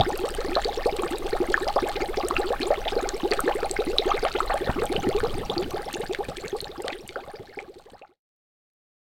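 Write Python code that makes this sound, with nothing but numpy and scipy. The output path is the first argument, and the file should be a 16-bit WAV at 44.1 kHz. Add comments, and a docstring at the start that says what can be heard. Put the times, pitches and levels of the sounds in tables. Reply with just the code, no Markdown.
"""Quick, hollow glugs as gas from a fermenting bucket hurries through a plastic airlock's water trap.
Big bubbles bend up in pitch as they near the surface, slosh the water and set the chambers ringing.
Small ones pop, films of froth tick in the tube, and clumps of it collapse in splutters.
Soft bumps and finger rub reach the hand-held microphone over the hum of a quiet room.
The whole sound fades out over the last few seconds."""
import sys
import numpy as np
from scipy import signal
from scipy.fft import rfft, irfft
from scipy.io import wavfile

SR = 44100
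rng = np.random.default_rng(int(sys.argv[2]) if len(sys.argv) > 2 else 0)


def store_pcm(level_fs):
    """Save levels as 16-bit WAV."""
    pcm = np.round(np.clip(level_fs, -1, 1) * 32767).astype(np.int16)
    wavfile.write(sys.argv[1], SR, np.atleast_2d(pcm).T)


N = 398663
TIME = np.arange(N) / SR
CUTOFF_HZ = 16100
GLUG_HZ, GLUG_DB, RISE_OCTAVES_PER_S = 360, -29, 23   # a typical big bubble
SLOSH_LAG_S = .02   # the water answers just after each big bubble
TEAR_S = .0012   # decay of a tearing film's rasp

# the clearest big bubbles: t/s, starting f/Hz, relative level/dB, pitch climb/(octaves per s)
BIG_BUBBLES = [(0.0, 565, -17.5, 42), (0.12, 277.4, -28.5, 21.6), (0.193, 326, -29.5, 9),
               (0.237, 400, -21, 23), (0.384, 415, -26, 13.3), (0.445, 337, -28.5, 21),
               (0.484, 298, -26.5, 6.5), (0.564, 525, -17, 24), (0.653, 393, -24, 25.6),
               (0.773, 415, -25.5, 20.4), (0.858, 409, -16.5, 34), (0.924, 363, -28.5, 13.4),
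               (1.032, 295, -25.5, 21.7), (1.11, 287, -25.5, 14), (1.328, 374, -21.5, 32.6),
               (1.402, 308, -20, 21.5), (1.485, 292, -24.5, 22), (1.61, 318, -28, 19),
               (1.668, 532, -22, 26), (1.761, 499, -16, 34), (1.822, 278, -22.5, 33), (1.879, 534, -27, 23),
               (2.006, 285, -23, 24), (2.172, 361, -22, 31), (2.234, 306, -25, 20),
               (2.368, 1240, -29.5, 27), (2.382, 292.6, -23.5, 28.5), (2.442, 327, -29, 9.5),
               (2.504, 444.5, -18.5, 27.6), (2.601, 264, -26, 21.4), (2.655, 342, -28.5, 12.4),
               (2.705, 530, -14.5, 19), (2.858, 573, -25.5, 26), (2.964, 400, -19, 27),
               (3.024, 284, -27.0, 40), (3.134, 338, -28.5, 18), (3.232, 285, -21, 19.4),
               (3.311, 373, -21.5, 20), (3.437, 267.7, -23.5, 18), (3.476, 428, -17, 26),
               (3.627, 408, -24, 28), (3.789, 376, -20.5, 17.3), (3.868, 282.2, -22, 15),
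               (3.93, 451, -26, 16.6), (3.991, 364, -25.5, 29), (4.056, 311.7, -22.5, 24.6),
               (4.076, 529, -25, 23.4), (4.114, 1152, -23.5, 16), (4.139, 349, -24.5, 28.4),
               (4.228, 406, -23, 21.5), (4.249, 542, -22, 26.6), (4.349, 357, -23.5, 27),
               (4.499, 590, -24, 22.3), (4.541, 525, -21.5, 23), (4.673, 469, -23.5, 21),
               (4.759, 257.6, -23.5, 21), (4.82, 407, -22, 18.7), (4.952, 372, -24.5, 25),
               (5.03, 291, -26.5, 14.5), (5.067, 255, -18.5, 30), (5.148, 378, -21.5, 8.8),
               (5.231, 418, -21, 8), (5.349, 274, -30, 17.6), (5.495, 385, -25, 26),
               (5.565, 320.5, -22.5, 5.1), (5.588, 434, -29, 22.5), (5.736, 301, -25, 38.6),
               (5.862, 402, -29, 46), (5.999, 385, -24.5, 20.4), (6.095, 332, -23, 14.4),
               (6.188, 360, -23, 14.6), (6.286, 460, -25.5, 19), (6.437, 369, -28, 13.6),
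               (6.528, 368, -20.5, 11), (6.779, 290, -24.5, 18), (6.845, 441, -18, 26.5),
               (6.885, 452, -23, 29), (6.922, 299, -26.5, 11.6), (7.162, 468, -17, 27.5),
               (7.276, 495, -23.5, 24), (7.337, 382, -24, 20), (7.397, 337, -26, 23), (7.571, 352, -19, 29),
               (7.68, 306, -23.5, 22), (7.858, 375, -26, 26), (7.933, 437, -20, 45), (8.015, 458, -13, 42),
               (8.091, 303, -24.5, 16)]
# air resonances of the chambers and the trough above them: f/Hz, width/Hz, gain/dB
CHAMBER_MODES = [(341, 24, 3.5), (424, 32, 0.5), (818, 50.5, 13), (995, 53, -24.5), (1180, 170, 8.5)]
# resonances of the plastic tube: f/Hz, width/Hz, gain/dB
TUBE_MODES = [(4487, 330, -8), (8160, 390, -11), (8980, 1100, 4.5), (12400, 1300, -2.5)]


def from_db(db):
    """Decibels to gain."""
    return 10 ** (np.asarray(db) / 20)


def curve(rows):
    """Breakpoints joined into a value per sample."""
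    return np.interp(TIME, *np.transpose(rows))


def rms_one(x):
    """Scale to unit power."""
    return x / np.sqrt(np.mean(x ** 2))


def add(out, s, sound):
    """Mix a sound in at time s."""
    at = int(np.clip(s * SR, 0, N - 1))
    out[at:at + len(sound)] += sound[:N - at]


def band(x, low_hz, high_hz):
    """A gentle band-pass."""
    edges = [low_hz, min(high_hz, CUTOFF_HZ)]
    return signal.sosfilt(signal.butter(2, edges, "band", fs=SR, output="sos"), x)


def band_noise(low_hz, high_hz):
    """Band-passed noise at unit power."""
    return rms_one(band(rng.standard_normal(N), low_hz, high_hz))


def resonate(x, modes):
    """Each click sets every mode ringing at its own level."""
    out = 0
    for hz, width, db in modes:
        radius, angle = np.exp(-np.pi * width / SR), 2 * np.pi * hz / SR
        poles = [1, -2 * radius * np.cos(angle), radius ** 2]
        out = out + from_db(db) * signal.lfilter([0, np.sin(angle)], poles, x + 1e-18)
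    return out


def bubble(hz, rise, ring_s, attack_cycles=1 / np.pi):
    """A pulsing gas pocket starts abruptly and climbs in pitch as the water above it thins."""
    t = np.arange(int(np.e * ring_s * SR)) / SR
    pitch = np.minimum(hz * 2 ** (rise * t), CUTOFF_HZ)
    envelope = (1 - np.exp(-hz * t / attack_cycles)) * np.exp(-(t / ring_s) ** 2)
    return envelope * np.sin(2 * np.pi * np.cumsum(pitch) / SR)


def spray(origins, count, scatter_s, low_hz, high_hz, cycles, level_db, spread_db, climb=0):
    """Tiny bubbles burst around each (t/s, level/dB) origin; the cluster climbs in octaves per s."""
    out = np.zeros(N)
    for s, db in origins:
        for when, size, strength, damping in rng.random((count, 4)):
            lag = scatter_s * (2 * when - 1)
            hz = low_hz * (high_hz / low_hz) ** size * 2 ** (climb * lag)
            grain = bubble(hz, RISE_OCTAVES_PER_S, cycles * (.5 + damping) / hz)
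            add(out, s + lag, from_db(db + level_db - spread_db * strength) * grain)
    return out


def chambers(x):
    """The air above the water lifts some pitches and swallows others."""
    for hz, width, db in CHAMBER_MODES:
        b, a = signal.iirpeak(hz, hz / width, SR)
        x = x + (from_db(db) - 1) * signal.lfilter(b, a, x)
    return x


def glugs(big, typical_ring_s=.037, level_db=1.32, thud_db=-19):
    """Each big bubble pinches off with a thud that rings the chambers, then sings its way up."""
    tones, thuds = np.zeros(N), np.zeros(N)
    for s, hz, db, rise in big:
        # high, fast-climbing bubbles are nearer the surface and die sooner
        ring_s = typical_ring_s * GLUG_HZ / hz * (RISE_OCTAVES_PER_S / rise) ** .32
        ring_s *= from_db(GLUG_DB - db) ** .21   # a strong one spends itself sooner too
        add(tones, s, from_db(db + level_db) * bubble(hz, rise, ring_s, attack_cycles=.27))
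        add(thuds, s, from_db([db]))
    churn = from_db(1.2 * band_noise(20, 130))   # churning water roughens the tone
    hollow_ring = resonate(band(thuds, 220, 1700), CHAMBER_MODES)
    return chambers(tones * churn) + from_db(thud_db) * hollow_ring


def handling(decay_s=.012, bump_db=-.5):
    """Dull knocks on the microphone's case, over the tremor and uneven rub of the holding hand."""
    # soft bumps: t/s, relative level/dB
    bumps = [(0.0, -11.5), (4.692, -17.5), (4.978, -26), (5.069, -29.5), (5.398, -39), (5.627, -28),
             (6.285, -25), (7.395, -27), (7.92, -22)]
    # hand tremor: t/s, level/dB
    tremor_levels = [(0, -35), (4.5, -35), (5.2, -31.5), (6, -42)]
    # finger rub, swelling for about a second: t/s, level/dB
    rub_levels = [(4.55, -53), (4.7, -42.5), (5.1, -42), (5.62, -39.5), (5.8, -47.5)]
    tremor = from_db(curve(tremor_levels)) * band_noise(4.8, 27)
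    grip_db = 5 * band_noise(4, 25)
    force = from_db(curve(rub_levels) + grip_db)
    for s, db in bumps:
        add(force, s, from_db(db + bump_db) * np.exp(-TIME[:SR] / decay_s))
    return tremor + force * band_noise(48, 230)


def room_tone(level_db=-44, hum_hz=60, hum_db=-48, whine_hz=12960, whine_db=-68):
    """A bed of rumble and hiss with mains hum and a thin electronic whine."""
    # spectrum of room rumble and microphone hiss: f/Hz, relative level/dB
    noise_floor = [(25, -21), (65, -27), (120, -32), (400, -6.5), (1000, -22.5), (4000, -23.5), (6500, -36),
                   (15000, -35.5)]
    hz, db = np.transpose(noise_floor)
    bin_hz = np.arange(N // 2 + 1) * SR / N
    colour = from_db(np.interp(np.log(bin_hz + 1), np.log(hz), db))
    noise = rms_one(irfft(rfft(rng.standard_normal(N)) * colour, N))
    hum = from_db(hum_db) * np.sin(2 * np.pi * hum_hz * TIME)
    whine = from_db(whine_db) * np.sin(2 * np.pi * whine_hz * TIME)
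    return from_db(level_db) * noise + hum + whine


def slosh(big):
    """Each big bubble sheds a gurgle of fragments whose pitches climb with its own."""
    return sum(spray([(s + SLOSH_LAG_S, db)], count=5, scatter_s=SLOSH_LAG_S, low_hz=.9 * hz,
                     high_hz=3.1 * hz, cycles=2.9, level_db=-3, spread_db=9.5, climb=rise)
               for s, hz, db, rise in big)


def splash(big, follow=.14):
    """Droplets and finer fizz scatter around each big bubble, a little harder for a strong one."""
    wakes = [(s + SLOSH_LAG_S, follow * (db - GLUG_DB)) for s, hz, db, rise in big]
    droplets = spray(wakes, count=24, scatter_s=.06, low_hz=992, high_hz=4970,
                     cycles=6.5, level_db=-27.5, spread_db=34)
    fizz = spray(wakes, count=3, scatter_s=.06, low_hz=3780, high_hz=10000,
                 cycles=17, level_db=-31, spread_db=26)
    return droplets + fizz


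def pops(typical_hz=2000, typical_ring_s=.0029, sweep_octaves=.22, level_db=15, snap_db=-21):
    """Small bubbles open at the surface: a snap of the film and a short rising ping."""
    # the loudest surface bubbles: t/s, starting f/Hz, relative level/dB
    small_bubbles = [(0.01, 3380, -25.5), (0.554, 3860, -27.5), (0.569, 1110, -29.5), (0.647, 4180, -31.5),
                     (1.034, 1100, -33), (1.542, 1534, -20), (1.577, 1075, -29), (1.765, 980, -29.5),
                     (2.309, 1030, -27.5), (2.366, 2460, -25.5), (2.631, 3900, -32), (2.882, 3340, -34),
                     (3.315, 4250, -29), (3.392, 1180, -27), (3.478, 1570, -31.5), (3.766, 1940, -33),
                     (3.984, 3640, -19), (4.178, 1950, -35), (4.251, 1180, -30.5), (4.404, 1145, -24.5),
                     (4.964, 2760, -29), (5.499, 3300, -30.5), (5.58, 4300, -29.5), (6.605, 3960, -28),
                     (6.903, 2240, -30), (7.158, 1334, -24), (7.589, 2090, -21.5), (8.021, 2430, -25)]
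    pings, snaps = np.zeros(N), np.zeros(N)
    for s, hz, db in small_bubbles:
        ring_s = typical_ring_s * (typical_hz / hz) ** .55   # higher ones die sooner
        rise = sweep_octaves / max(ring_s, .003)
        add(pings, s, from_db(db + level_db) * bubble(hz, rise, ring_s))
        add(snaps, s, from_db([db]))
    return pings + from_db(snap_db) * resonate(snaps, TUBE_MODES)


def tube(x, click_db=8.5):
    """A dry click together with its ring in the plastic tube."""
    return resonate(x, TUBE_MODES) + from_db(click_db) * x


def crackle(per_s, level_db, low_hz, high_hz, spread_db=24):
    """Countless faint films tear in flurries."""
    flurry = band_noise(2.2, 20) ** 2
    tears = rng.random(N) < flurry * per_s / SR
    strength = from_db(level_db - spread_db * np.sqrt(rng.random(N)))
    envelope = signal.lfilter([1], [1, -np.exp(-1 / (TEAR_S * SR))], tears * strength + 1e-18)
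    return tube(band(envelope * rng.standard_normal(N), low_hz, high_hz))


def weak_bubbles(pace_per_s=13, level_db=-23.5, spread_db=11, low_hz=275, high_hz=380, jitter_s=.014):
    """The gas never rests: weaker bubbles fill the gaps between clear ones. Rows as in BIG_BUBBLES."""
    rows, starts = [], np.array(BIG_BUBBLES)[:, 0]
    for s, gap, chances in zip(starts, np.diff(starts), rng.random((len(starts), 4, 3))):
        steps = round(gap * pace_per_s + .15)
        for k, (lag, size, strength) in zip(range(1, steps), chances):
            onset = s + gap * k / steps + jitter_s * (2 * lag - 1)
            hz = low_hz * (high_hz / low_hz) ** size
            rows.append((onset, hz, level_db - spread_db * strength, RISE_OCTAVES_PER_S))
    return rows


def ticks(band_ratio=2.04):
    """Single films snap with a brief rasp: a thin tick from a small one, a fuller crack from a large."""
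    # snapping films: t/s, lower band edge f/Hz, peak level/dB
    film_snaps = [(0.175, 7500, -25), (0.288, 7500, -25), (0.349, 7500, -23.5), (1.021, 7000, -22.5),
                  (1.184, 7500, -23.5), (1.888, 7500, -25), (2.285, 6700, -15.5), (2.488, 595, -28),
                  (3.09, 3400, -14.5), (3.335, 3500, -17), (3.404, 8250, -15), (3.631, 695, -19),
                  (3.712, 4800, -13), (4.251, 1590, -16.5), (4.34, 1980, -22), (4.819, 705, -20.5),
                  (4.855, 6900, -23), (5.203, 940, -17.5), (5.707, 10700, -27.5), (5.929, 7500, -23),
                  (6.133, 2620, -19), (6.148, 1620, -10.5), (6.369, 2820, -16.5), (6.481, 3350, -15.5),
                  (6.614, 8150, -19), (6.644, 2180, -14.5), (6.821, 7500, -19), (6.881, 1840, -5),
                  (7.077, 8100, -16.5), (7.091, 1900, -11.5)]
    out, t = np.zeros(N), TIME[:int(20 * TEAR_S * SR)]
    for s, hz, db in film_snaps:
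        rasp = rng.standard_normal(SR)[:len(t)] * np.exp(-t / TEAR_S)
        snap = tube(band(rasp, hz, hz * band_ratio))
        add(out, s, from_db(db) * snap / np.abs(snap).max())
    return out


def splutters(pitch_spread=1.68, scatter_cycles=15):
    """A clump of froth gives way in a quick, rising run of tiny bursts; coarse froth takes longer."""
    # collapsing clumps: t/s, centre f/Hz, relative level/dB
    clumps = [(1.525, 3240, -41), (1.682, 3310, -31.5), (1.96, 2810, -35), (2.011, 1473, -35),
              (2.172, 3720, -31.5), (2.613, 2470, -32), (2.884, 2810, -31), (3.327, 1814, -31),
              (4.102, 866, -33), (4.269, 2580, -34.5), (4.284, 3360, -38), (4.359, 1900, -32.5),
              (4.507, 1390, -30.5), (4.528, 1375, -36.5), (4.695, 1194, -31), (5.944, 3700, -31),
              (6.456, 1690, -35.5), (6.93, 3120, -28.5)]
    return sum(spray([(s, db)], count=14, scatter_s=scatter_cycles / hz,
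                     low_hz=hz / pitch_spread, high_hz=hz * pitch_spread,
                     cycles=5.6, level_db=12, spread_db=21.5, climb=RISE_OCTAVES_PER_S)
               for s, hz, db in clumps)


def reflections(x, t60, wet_db, dull_hz):
    """A diffuse, dulled tail from nearby surfaces."""
    t = TIME[:SR // 2]
    tail = rng.standard_normal(len(t)) * from_db(-60 * t / t60) * (t > .002)   # 2 ms pre-delay
    lowpass = signal.butter(1, dull_hz, fs=SR, output="sos")
    tail = signal.sosfilt(lowpass, tail / np.linalg.norm(tail))
    return from_db(wet_db) * signal.fftconvolve(x, tail)[:N]


def scene():
    """The airlock up close, with short reflections off the lid just under it and a faint room."""
    big = list(BIG_BUBBLES) + weak_bubbles()
    water = splash(big) + glugs(big) + chambers(slosh(big)) + pops() + splutters()
    films = ticks()
    films += crackle(per_s=81, level_db=-34.5, low_hz=1600, high_hz=5170)
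    films += crackle(per_s=45, level_db=-40.5, low_hz=7400, high_hz=14000)
    lid = reflections(water, t60=.06, wet_db=-13, dull_hz=9000)
    room = reflections(water + films, t60=.16, wet_db=-12.5, dull_hz=3410)
    return (water + films + lid + room + room_tone() + handling())[None]


def record(dry):
    """The mix fades out and the very top is cut steeply."""
    # master fade: t/s, gain/dB
    fade_out = [(5.3, 0), (6.6, -6), (7.5, -14), (7.92, -21), (8.12, -34), (8.22, -70)]
    top_cut = signal.ellip(10, .1, 80, CUTOFF_HZ, fs=SR, output="sos")
    return signal.sosfilt(top_cut, dry * from_db(curve(fade_out)))


dry = scene()
out = record(dry)
store_pcm(out)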